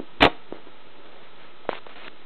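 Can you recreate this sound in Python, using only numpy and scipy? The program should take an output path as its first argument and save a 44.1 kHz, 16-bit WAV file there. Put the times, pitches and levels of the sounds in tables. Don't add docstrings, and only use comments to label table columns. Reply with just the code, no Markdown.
import sys
import numpy as np
from scipy import signal
from scipy.fft import rfft, irfft
from scipy.io import wavfile
from scipy.ndimage import uniform_filter1d

SR = 44100
rng = np.random.default_rng(int(sys.argv[2]) if len(sys.argv) > 2 else 0)


def persist_wave(psi):
    counts = np.round(np.clip(psi, -1, 1) * 32767).astype(np.int16)
    wavfile.write(sys.argv[1], SR, np.atleast_2d(counts).T)


N = 99225
TIME_S = np.arange(N) / SR

# frequency in Hz, relative level in dB.
HISS_SPECTRUM = [(35, -57), (60, -13), (188, -6), (367, -2.5), (393, -1), (477, -3.5), (559, -4), (808, -9),
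                 (852, -3.5), (1250, -13.5), (1520, -11), (3600, -11), (4000, -12.5), (5200, -50),
                 (8800, -120)]
# start in seconds, level in dB, pitch in Hz, decay in seconds, low-pass in Hz.
FINGER_TAPS = [(.0005, -14, 291, 0.0017, 710), (0.5247, -15, 346, 0.002, 910),
               (.5452, -30.5, 480, .002, 1800), (0.5564, -35, 400, .003, 3000),
               (0.6704, -31, 326, .003, 700), (1.6517, -30.5, 695, .0015, 1200),
               (1.6916, -4.5, 520, 0.0013, 2270), (1.7308, -11.5, 870, 0.00092, 1490),
               (1.8678, -29.5, 476, .002, 3000)]
# middle in seconds, half length in seconds, level in dB, centre in Hz,
# width in Hz.
GRIP_RUSTLES = [(0.018, 0.026, -44, 292, 80), (0.173, 0.024, -69, 500, 900), (0.562, 0.05, -46.5, 384, 250),
                (0.68, 0.019, -48, 345, 302), (0.984, 0.033, -51, 335, 200), (1.067, 0.03, -49.5, 445, 350),
                (1.138, 0.047, -48.5, 523, 197), (1.243, .06, -51.5, 890, 1390),
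                (1.428, .07, -49, 695, 1800)]
# frequency in Hz, relative level in dB, T60 in seconds.
CASE_MODES = [(283.5, -12, .13), (324, -7.5, 0.17), (459.2, -5, 0.11), (590, -17.5, 0.12),
              (675, -22.5, .11), (714, -8.5, 0.124), (818.5, -5.5, .11), (923, -4, 0.058),
              (1100, -1.5, 0.065), (1430, -8.5, 0.059), (2614, -15, 0.046), (3620, -15.5, 0.076)]
# start in seconds, level in dB, pitch in Hz, decay in seconds.
MIC_SHOVES = [(0.203, -21.5, 59.6, 0.01), (0.2222, -11.5, 29.1, 0.01), (0.246, -26, 118, 0.014)]
# start in seconds, thud level in dB, thud pitch in Hz,
# crack level in dB, crack decay in seconds.
BUMP_CONTACTS = [(0.205, -20, 298, -48, 0.0035), (0.2067, -44.5, 600, -19, 0.022),
                 (0.2206, -25.5, 454, -4.5, 0.0037), (0.2249, -1, 1208, -3.5, .004),
                 (.2290, 2, 680, -11, .005), (0.2326, -8.5, 409, -22, 0.0045),
                 (.2396, -0.5, 710, -11, 0.0056), (0.2508, -8, 602, -5.5, 0.0032),
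                 (0.2534, -2.5, 490, -14, 0.0058), (0.2639, -2.5, 764, -14.5, 0.0032),
                 (.2694, -9.5, 560, -22, 0.0027), (.2750, -8.5, 584, -46, .003)]
# frequency in Hz, relative level in dB.
CRACK_SPECTRUM = [(100, -12), (300, 0.5), (700, -1.5), (1200, -2), (1600, -2), (2100, -1), (2700, 0),
                  (3300, -4.5), (3800, -4), (4400, -10)]
# start in seconds, length in seconds, level in dB, swell over the stroke in dB.
FINGER_SLIDES = [(0.53, 0.041, -53.5, -2), (1.689, 0.1, -39, -6.5), (1.863, 0.015, -44.5, -9),
                 (1.888, 0.058, -48.5, -5), (1.955, 0.0833, -43.5, -2.5), (2.042, 0.036, -41, -3),
                 (2.0781, 0.0037, -33, 8)]
# frequency in Hz, relative level in dB.
SLIDE_SPECTRUM = [(100, -22), (300, 2), (600, 3.5), (1000, 0.5), (1600, 0.5), (2400, 0), (3300, -1.5),
                  (4000, -6)]


def undb(db):
    return 10 ** (np.asarray(db) / 20)


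def unit_rms(x):
    return x / np.sqrt(np.mean(x ** 2))


def shaped_noise(spectrum, top_hz=4550):
    hz, db = np.array(spectrum).T
    bins_hz = np.maximum(np.fft.rfftfreq(N, 1 / SR), 1)
    gain = undb(np.interp(np.log(bins_hz), np.log(hz), db)) * (bins_hz < top_hz)
    return unit_rms(irfft(rfft(rng.standard_normal(N)) * gain, N))


def band_noise(hz, width_hz):
    return unit_rms(signal.lfilter(*signal.iirpeak(hz, hz / width_hz, fs=SR), rng.standard_normal(N)))


def since(start_s):
    return np.maximum(TIME_S - start_s, 0)


def burst(start_s, rise_s, decay_s):
    return (1 - np.exp(-since(start_s) / rise_s)) * np.exp(-since(start_s) / decay_s)


def swing(start_s, hz, decay_s, rise_s=0.00045):
    return np.sin(2 * np.pi * hz * since(start_s)) * burst(start_s, rise_s, decay_s)


def background(hiss_db=-51, whir_db=-59.5):
    return undb(hiss_db) * shaped_noise(HISS_SPECTRUM) + undb(whir_db) * band_noise(hz=1285, width_hz=84)


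def taps(ring_db=-43):
    out = np.zeros(N)
    for start_s, db, hz, decay_s, lowpass_hz in FINGER_TAPS:
        motion = np.sin(2 * np.pi * hz * since(start_s)) * np.exp(-since(start_s) / decay_s)
        velocity = np.gradient(motion) * SR / (2 * np.pi * hz)
        tap = signal.sosfilt(signal.butter(2, lowpass_hz, fs=SR, output="sos"), velocity)
        out += undb(db) * (tap + undb(ring_db) * case_ring(start_s))
    return out


def case_ring(start_s, length_s=0.4):
    age_s = since(start_s)[:int((start_s + length_s) * SR)]
    shares = 1 + 0.34 * rng.standard_normal(len(CASE_MODES))
    ring = sum(share * undb(db - 60 * age_s / t60_s) * np.sin(2 * np.pi * hz * age_s)
               for share, (hz, db, t60_s) in zip(shares, CASE_MODES))
    return np.pad(ring, (0, N - len(ring)))


def rustles():
    return sum(undb(db) * np.exp(-((TIME_S - middle_s) / half_s) ** 2) * band_noise(hz, width_hz)
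               for middle_s, half_s, db, hz, width_hz in GRIP_RUSTLES)


def bump(thud_decay_cycles=1.15, ring_db=-20, crack_rise_s=0.00049):
    out = sum(-undb(db) * swing(start_s, hz, decay_s) for start_s, db, hz, decay_s in MIC_SHOVES)
    for start_s, thud_db, hz, crack_db, crack_decay_s in BUMP_CONTACTS:
        thud = swing(start_s, hz, thud_decay_cycles / hz)
        out += undb(thud_db) * (thud + undb(ring_db) * case_ring(start_s))
        out += undb(crack_db) * shaped_noise(CRACK_SPECTRUM) * burst(start_s, crack_rise_s, crack_decay_s)
    return out


def hallway(x, t60_s=0.31, tail_db=-23, delay_s=0.0094):
    tail = rng.standard_normal(N) * burst(delay_s, rise_s=delay_s, decay_s=t60_s / np.log(1000))
    return x + undb(tail_db) * signal.fftconvolve(x, tail / np.linalg.norm(tail))[:N]


def slides(edge_s=0.0031, grain_db=2, grain_hz=397):
    envelope = np.zeros(N)
    for start_s, length_s, db, swell_db in FINGER_SLIDES:
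        age_s = since(start_s)
        gate = np.clip(np.minimum(age_s, length_s + edge_s - age_s) / edge_s, 0, 1)
        progress = np.minimum(age_s / length_s, 1)
        envelope += gate * undb(db + swell_db * (progress - 0.5))
    grain = unit_rms(uniform_filter1d(rng.standard_normal(N), int(SR / grain_hz)))
    return envelope * unit_rms(shaped_noise(SLIDE_SPECTRUM) * undb(grain_db * grain))


def scene():
    return (hallway(bump()) + taps() + slides() + rustles() + background())[None]


def record(dry, band_hz=4150, dc_offset=0.021, clip_level=0.81, top_hz=15800):
    narrow = signal.sosfiltfilt(signal.butter(16, band_hz, fs=SR, output="sos"), dry)
    clipped = np.clip(narrow + dc_offset, -clip_level, clip_level)
    return signal.sosfiltfilt(signal.ellip(8, 0.1, 70, top_hz, fs=SR, output="sos"), clipped)


dry = scene()
out = record(dry)
persist_wave(out)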